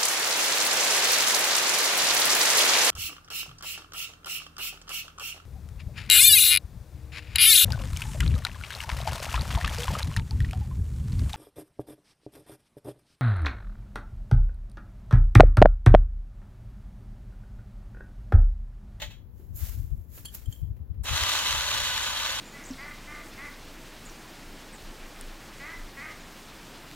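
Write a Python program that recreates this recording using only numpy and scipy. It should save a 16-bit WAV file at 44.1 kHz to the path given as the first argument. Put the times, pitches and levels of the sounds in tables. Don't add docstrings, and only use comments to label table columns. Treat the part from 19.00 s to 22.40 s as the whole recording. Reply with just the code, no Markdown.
import sys
import numpy as np
from scipy import signal
from scipy.fft import rfft, irfft, next_fast_len
from scipy.io import wavfile
from scipy.ndimage import uniform_filter1d, map_coordinates

SR = 44100
rng = np.random.default_rng(int(sys.argv[2]) if len(sys.argv) > 2 else 0)


def generate_wav(sig):
    pcm = np.round(np.clip(np.atleast_2d(sig).T, -1, 1) * 32767).astype(np.int16)
    wavfile.write(sys.argv[1], SR, pcm)


N = 149940
SHAFT_HZ = 31.07

# f/Hz, relative level/dB
GEAR_COLOUR = [(200, -16.5), (300, -12), (430, -15), (520, -10.5), (720, -6), (950, -4), (1500, 0),
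               (2200, -3.5), (2800, -0.5), (3400, 1), (4200, 0.5), (4800, -5.5), (5600, -3.5), (7300, -4),
               (8000, -10), (10500, -11.5), (13000, -15.5), (15500, -18.5)]
# f/Hz, correlation [-1..1]
WINCH_ALIKE = [(200, 0.94), (800, 0.83), (2000, 1), (4000, 0.45), (12000, 0.18)]
# f/Hz, left over right level/dB
WINCH_PAN = [(200, 1), (700, 2.5), (1290, 9.5), (2200, 6), (2950, -6.5), (3300, 2), (4400, -6), (5600, 2),
             (6300, -2), (7200, 4.5), (8500, -1), (13000, -0.5)]
# f/Hz, correlation [-1..1]
RUSTLE_ALIKE = [(300, 0.68), (3000, 0.26), (12000, 0.14)]
# f/Hz, left over right level/dB
RUSTLE_PAN = [(300, -5), (1300, 8), (4400, 0), (15000, -3)]


def amp(db):
    return 10 ** (np.asarray(db) / 20)


def unit(x):
    return x / np.sqrt(np.mean(x ** 2) + 1e-20)


def along(points, hz):
    f, v = np.transpose(points)
    return np.interp(np.log(hz + 1), np.log(f + 1), v)


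def clock():
    return np.arange(N) / SR


def curve(rows):
    return np.interp(clock(), *np.transpose(rows))


def wobble(rate):
    knots = rng.standard_normal(int(N * rate / SR) + 4)
    return map_coordinates(knots, [clock() * rate])


def filtered(x, response):
    m = next_fast_len(N + SR // 2)
    spectrum = rfft(x, m) * response(np.fft.rfftfreq(m, 1 / SR))
    return irfft(spectrum, m)[..., :N]


def rush(colour, alike, pan, lift=lambda hz: 0):
    def mid_side(hz):
        turn = np.arccos(np.clip(along(alike, hz), -1, 1)) / 2
        return amp(along(colour, hz) + lift(hz)) * [np.cos(turn), np.sin(turn)]

    mid, side = filtered(rng.standard_normal((2, N)), mid_side)
    left_right = np.array([mid + side, mid - side])
    return unit(filtered(left_right, lambda hz: amp(np.outer([.5, -.5], along(pan, hz)))))


def swell(s, db, attack, fall):
    t = clock() - s
    rise = np.exp(-.5 * (np.minimum(t, 0) / attack) ** 2)
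    return amp(db - fall * np.maximum(t, 0)) * rise


def wind():
    # f/Hz, relative level/dB
    buffet_colour = [(13, -47), (22, -3), (43, -4), (70, -3), (122, -11.5), (198, -29), (340, -42.5),
                     (500, -59), (1100, -120)]
    # f/Hz, left over right level/dB
    wind_pan = [(60, 14.5), (130, 7.6), (300, 3)]
    # t/s, level/dB, time from peak to 1/e of the power/s
    gust_rows = [(0.061, -39, 0.036), (0.531, -36, 0.045), (.635, -28, 0.013), (0.704, -34.5, 0.028),
                 (0.796, -29.5, 0.028), (.87, -37, 0.084), (0.936, -25.5, 0.012), (0.992, -34, 0.015),
                 (1.488, -26.5, 0.0092), (1.632, -27, .014), (1.709, -31, 0.031), (1.82, -35.5, 0.02),
                 (1.913, -27.5, 0.0083), (2.004, -31.5, 0.035), (2.126, -27.5, 0.021),
                 (2.225, -29.5, 0.012), (2.55, -39.5, 0.049), (2.8, -43.5, 0.092), (3.2, -52.5, .015)]
    # f/Hz, relative level/dB
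    air_colour = [(88, -35), (150, -4.5), (279, -11), (530, -21), (1910, -36.5), (2500, -40), (7410, -49.5),
                  (8330, -70), (11000, -40.5), (15500, -39)]
    breeze_db, wind_db, air_db = -47, 3, -59.5
    evenness, cut_hz = .35, 36

    buffet = rush(buffet_colour, [(60, .25)], wind_pan, lambda hz: -10 * np.log10(1 + (hz / 550) ** 6))
    power = np.mean(buffet ** 2, axis=0)
    for _ in range(2):
        power = uniform_filter1d(power, size=900)
    buffet = unit(buffet / (np.abs(power) + 1e-9) ** (evenness / 2))
    gust_power = sum(amp(db) ** 2 * np.exp(-((clock() - s) / width) ** 2) for s, db, width in gust_rows)
    gusts = np.sqrt(amp(breeze_db) ** 2 + gust_power)
    thumps = filtered(amp(wind_db) * gusts * buffet, lambda hz: hz ** 4 / (hz ** 4 + cut_hz ** 4))
    air = rush(air_colour, [(200, .94), (2000, .13), (10000, .1)], [(1000, 1)])
    return thumps + amp(air_db) * air


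def footstep():
    # t/s, level/dB, attack/s, fall/(dB per s)
    step_row = (.405, -53, .007, 350)
    # f/Hz, relative level/dB
    step_colour = [(100, -9), (250, -2), (400, 1), (700, -24), (3000, -33), (10000, -53)]
    return swell(*step_row) * rush(step_colour, WINCH_ALIKE, RUSTLE_PAN)


def ticks():
    # t/s, level/dB, attack/s, fall/(dB per s)
    tick_rows = [(1.178, -47.5, 0.0023, 600), (1.25, -52, 0.0022, 703), (1.421, -55, 0.0029, 700),
                 (1.767, -63.5, 0.0022, 495), (1.945, -67, 0.0031, 696)]
    # f/Hz, relative level/dB
    tick_colour = [(300, -5), (1200, -12), (2600, -10.5), (5000, -21), (8000, -24), (15000, -13)]
    return sum(swell(*row) for row in tick_rows) * rush(tick_colour, RUSTLE_ALIKE, RUSTLE_PAN)


def straps():
    # peak t/s, hiss level/dB, attack/s, fall/(dB per s), body over hiss level/dB
    rustle_rows = [(0.412, -66, 0.048, 50, -7.5), (0.564, -41, 0.0091, 75, -34),
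                   (0.647, -44, 0.043, 94, -3), (.98, -67, 0.029, 37, -12), (1.176, -48, 0.041, 157, -10.5),
                   (1.21, -57.5, 0.04, 109, -2.5), (1.351, -35.5, 0.0073, 850, -10.5),
                   (1.369, -52.5, 0.038, 124, -3), (1.53, -54, 0.026, 118, -10)]
    # f/Hz, relative level/dB
    hiss_colour = [(1000, -28), (3500, -15), (5500, -11), (7200, 3), (8500, -14.5), (10500, 1.5),
                   (12000, 8.5), (15500, 5.5)]
    # f/Hz, relative level/dB
    body_colour = [(200, -10), (500, 0), (900, -5.5), (1600, -1), (2600, -2), (4000, -2.5), (7000, -0.5),
                   (12000, -7)]
    grain_db, snags_per_s, snag_s, snag_db = .5, 140, .0013, -14

    hiss_power = sum(swell(s, db, attack, fall) ** 2 for s, db, attack, fall, body in rustle_rows)
    body_power = sum(swell(s, db + body, attack, fall) ** 2 for s, db, attack, fall, body in rustle_rows)
    grain = unit(amp(grain_db * wobble(900) + .71 * wobble(70.64)))
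    snag_hits = 1. * (rng.random(N) < snags_per_s / SR)
    snags = unit(signal.lfilter([1], [1, -np.exp(-1 / (snag_s * SR))], snag_hits))
    hiss = np.sqrt(hiss_power) * rush(hiss_colour, RUSTLE_ALIKE, RUSTLE_PAN)
    body = np.sqrt(body_power) * rush(body_colour, RUSTLE_ALIKE, RUSTLE_PAN)
    return (grain + amp(snag_db) * snags) * (hiss + body)


def hook():
    # t/s, low-tone level/dB, middle-tone level/dB, high-tone level/dB
    clink_rows = [(1.25, -53, -45.5, -53), (1.254, -52, -55, -37.5), (1.257, -41, -43, -50),
                  (1.269, -57, -57, -60), (1.284, -46, -64, -55), (1.458, -53, -76, -52),
                  (1.489, -61, -79, -76), (1.511, -60, -72, -68), (1.525, -46.5, -59, -45.5),
                  (1.558, -55, -70, -69), (1.593, -63, -78, -72), (1.633, -65, -80, -80),
                  (1.652, -65, -82, -80)]
    # f/Hz, relative level/dB, t60/s
    hook_modes = [(1780, -11, 0.025), (3128, 1.5, 0.039), (3277, -3.5, 0.062), (4390, 3, 0.033),
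                  (6700, -7.5, 0.045), (7450, -1, 0.04), (9870, 2, 0.037), (11870, -1, 0.035)]
    hook_db, attack_s = 2.5, .001
    soft_dulling = 1.7
    chatter_hz, chatter_turns = 200, .14
    crack_db, crack_t60_s = -2.5, .018
    yard_db, yard_t60_s = -6.5, .2

    out, t = np.zeros((2, N + SR)), np.arange(SR // 2) / SR
    hardest = max(row[3] for row in clink_rows)
    for s, low, middle, high in clink_rows:
        top = high - soft_dulling * (hardest - high)
        touch = [(3300, low), (4400, middle), (6500, high), (7500, high), (15000, top)]
        ring = 0
        for hz, db, t60 in hook_modes:
            level = amp(db + along(touch, hz) + rng.normal(0, 1) - 60 * t / t60)
            chatter = chatter_turns * wobble(chatter_hz)[:len(t)]
            turns = hz * t + chatter + .66 * rng.random((2, 1))
            ring = ring + level * np.sin(2 * np.pi * turns)
        crack = amp(max(middle, high) + crack_db - 60 * t / crack_t60_s) * rng.standard_normal((2, len(t)))
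        clink = ring * (1 - np.exp(-t / attack_s)) + crack
        tail = rng.standard_normal((2, len(t))) * amp(-60 * t / yard_t60_s)
        echo = signal.fftconvolve(clink, tail / np.linalg.norm(tail[0]), axes=1)[:, :len(t)]
        out[:, round(s * SR):][:, :len(t)] += amp(hook_db) * (clink + amp(yard_db) * echo)
    return out[:, :N]


def housing(hz):
    # f/Hz, width/Hz, lift/dB
    resonances = [(528, 22, 5), (591, 22, 6), (878, 22, 6), (940, 20, 4), (1035, 25, 3), (1185, 22, 4),
                  (1690, 50, 3.5), (2010, 60, 3.5), (2383, 25, 4), (2630, 55, 5.5), (2955, 50, 4.5),
                  (3172, 24, 6), (3305, 28, 8), (3592, 42, 6), (3854, 42, 6.5), (4014, 28, 4),
                  (4475, 50, 5), (5520, 130, 6), (6277, 36, 8), (6810, 80, 5), (7257, 50, 5),
                  (11800, 300, 4)]
    # f/Hz, width/Hz, lift/dB
    hollows = [(690, 30, -5), (770, 25, -4), (972, 24, -8), (1375, 30, -4), (1860, 40, -4), (2300, 25, -4),
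               (3675, 32, -7), (5350, 110, -5), (5640, 35, -6)]
    trim_db, sharpen = -1.5, 1.45

    def bumps(rows):
        return sum(db / (1 + (2 * (hz - f) / width) ** 2) for f, width, db in rows)

    return trim_db + sharpen * bumps(resonances) + bumps(hollows)


def jab():
    # t/s, level/dB, attack/s, fall/(dB per s)
    jolt_rows = [(.003, -42.5, 0.0027, 178), (0.021, -35.5, 0.0024, 350), (.112, -52, 0.005, 260)]
    # f/Hz, relative level/dB
    jolt_colour = [(200, -19.5), (420, -12), (590, -6.5), (750, -3), (1200, -10), (1900, -1.5),
                   (2500, -1.5), (3400, 2), (4200, -2), (4800, -11.5), (7400, -7), (8200, -21.5),
                   (15500, -14.5)]
    # f/Hz, peak level/dB before the onset fade, t60/s
    ring_modes = [(592, -37.5, .13), (860, -44, .09), (1520, -44, .09), (1906, -41, .13), (2164, -38, .09),
                  (3058, -38, .12), (3558, -37, .13), (4091, -41, .11), (7200, -49, .12)]

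    t = np.maximum(clock() - .018, 0)
    ring = sum(amp(db - 60 * t / t60) * np.sin(2 * np.pi * hz * t + .5 * wobble(87))
               for hz, db, t60 in ring_modes)
    ring = ring * (1 - np.exp(-t / .0016))
    jolts = sum(swell(*row) for row in jolt_rows)
    return ring + jolts * rush(jolt_colour, WINCH_ALIKE, WINCH_PAN, housing)


def relay():
    # t/s, level/dB, attack/s, fall/(dB per s)
    snap_rows = [(2.041, -44, 0.0046, 301)]
    # f/Hz, relative level/dB
    snap_colour = [(300, -21.5), (1400, -12.5), (4000, -16.5), (7300, 1.5), (8500, 3), (15000, -0.5)]
    return sum(swell(*row) for row in snap_rows) * rush(snap_colour, WINCH_ALIKE, WINCH_PAN)


def ripple(hz):
    spacing_hz, depth_db = 19, 1.6
    knots = np.arange(0, SR / 2, spacing_hz)
    return depth_db * np.interp(hz, knots, rng.standard_normal(len(knots)))


def knocks():
    per_s, decay_s, depth = 70, .0016, .75
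    hits = (rng.random(N) < per_s / SR) * (.5 + rng.random(N))
    return unit(1 + depth * signal.lfilter([1], [1, -np.exp(-1 / (decay_s * SR))], hits))


def gear_train(angle):
    flutter_db, jitter, housing_share = 4, 1.2, .55
    t, knots = clock(), np.arange(0, N / SR + 1, 1 / 28)

    def chance():
        return np.interp(t, knots, rng.standard_normal(len(knots)))

    orders = np.arange(16, 146)
    hz = orders * SHAFT_HZ
    gains = amp(along(GEAR_COLOUR, hz) + housing_share * housing(hz))
    tones = 0
    for k, gain in zip(orders, gains):
        level = gain * amp(flutter_db * chance())
        phase = k * angle + 2 * np.pi * rng.random() + jitter * chance()
        tones = tones + level * np.sin(phase)
    return unit(tones)


def running():
    # t/s, level/dB
    run_level = [(2.036, -56), (2.047, -42.5), (2.082, -32), (2.228, -28), (3.062, -31), (3.184, -33),
                 (3.206, -30.5), (3.22, -32), (3.4, -33)]
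    # multiple of the shaft rate, level over the running level/dB
    mesh_tones = [(32, -20.5), (48, -17.3), (95, -15.5), (143.5, -22)]
    start_s, spin_up_s, wander = 2.036, .036, .001
    orders_db, rattle_db, whine_db = -5.5, 2, 1.8
    rough_db, sway_db, grind_db, flutter_db = -1, .35, -.44, 2.2
    turn_depth = .09

    age = np.maximum(clock() - start_s, 0)
    speed = (1 - np.exp(-age / spin_up_s)) * (1 + wander * wobble(11))
    angle = 2 * np.pi * np.cumsum(SHAFT_HZ * speed) / SR

    teeth = rush(GEAR_COLOUR, WINCH_ALIKE, WINCH_PAN, lambda hz: housing(hz) + ripple(hz))
    rattle = unit(teeth + amp(orders_db) * gear_train(angle))
    treble = filtered(rattle, lambda hz: 1 - 1 / (1 + (hz / 2300) ** 2))
    rattle = rattle + treble * (amp(grind_db * wobble(90)) - 1)
    swings = amp(rattle_db + rough_db * wobble(500) + sway_db * wobble(25.05))
    rattle = rattle * knocks() * (1 + turn_depth * np.cos(angle)) * swings

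    whine = 0
    for k, db in mesh_tones:
        level = np.sqrt(2) * amp(db + flutter_db * wobble(21.76))
        whine = whine + level * np.sin(k * angle + .29 * wobble(42))
    whine = amp(whine_db) * speed ** 2 * whine
    return (age > 0) * amp(curve(run_level)) * (rattle + whine)


def winch():
    lead_s = .076 / 10 ** 3
    return filtered(jab() + relay() + running(),
                    lambda hz: np.exp(1j * np.pi * np.outer([1, -1], hz) * lead_s))


def scene():
    return wind() + footstep() + ticks() + straps() + hook() + winch()


def record(dry):
    return filtered(dry, lambda hz: hz < 15850)


dry = scene()
out = record(dry)
generate_wav(out)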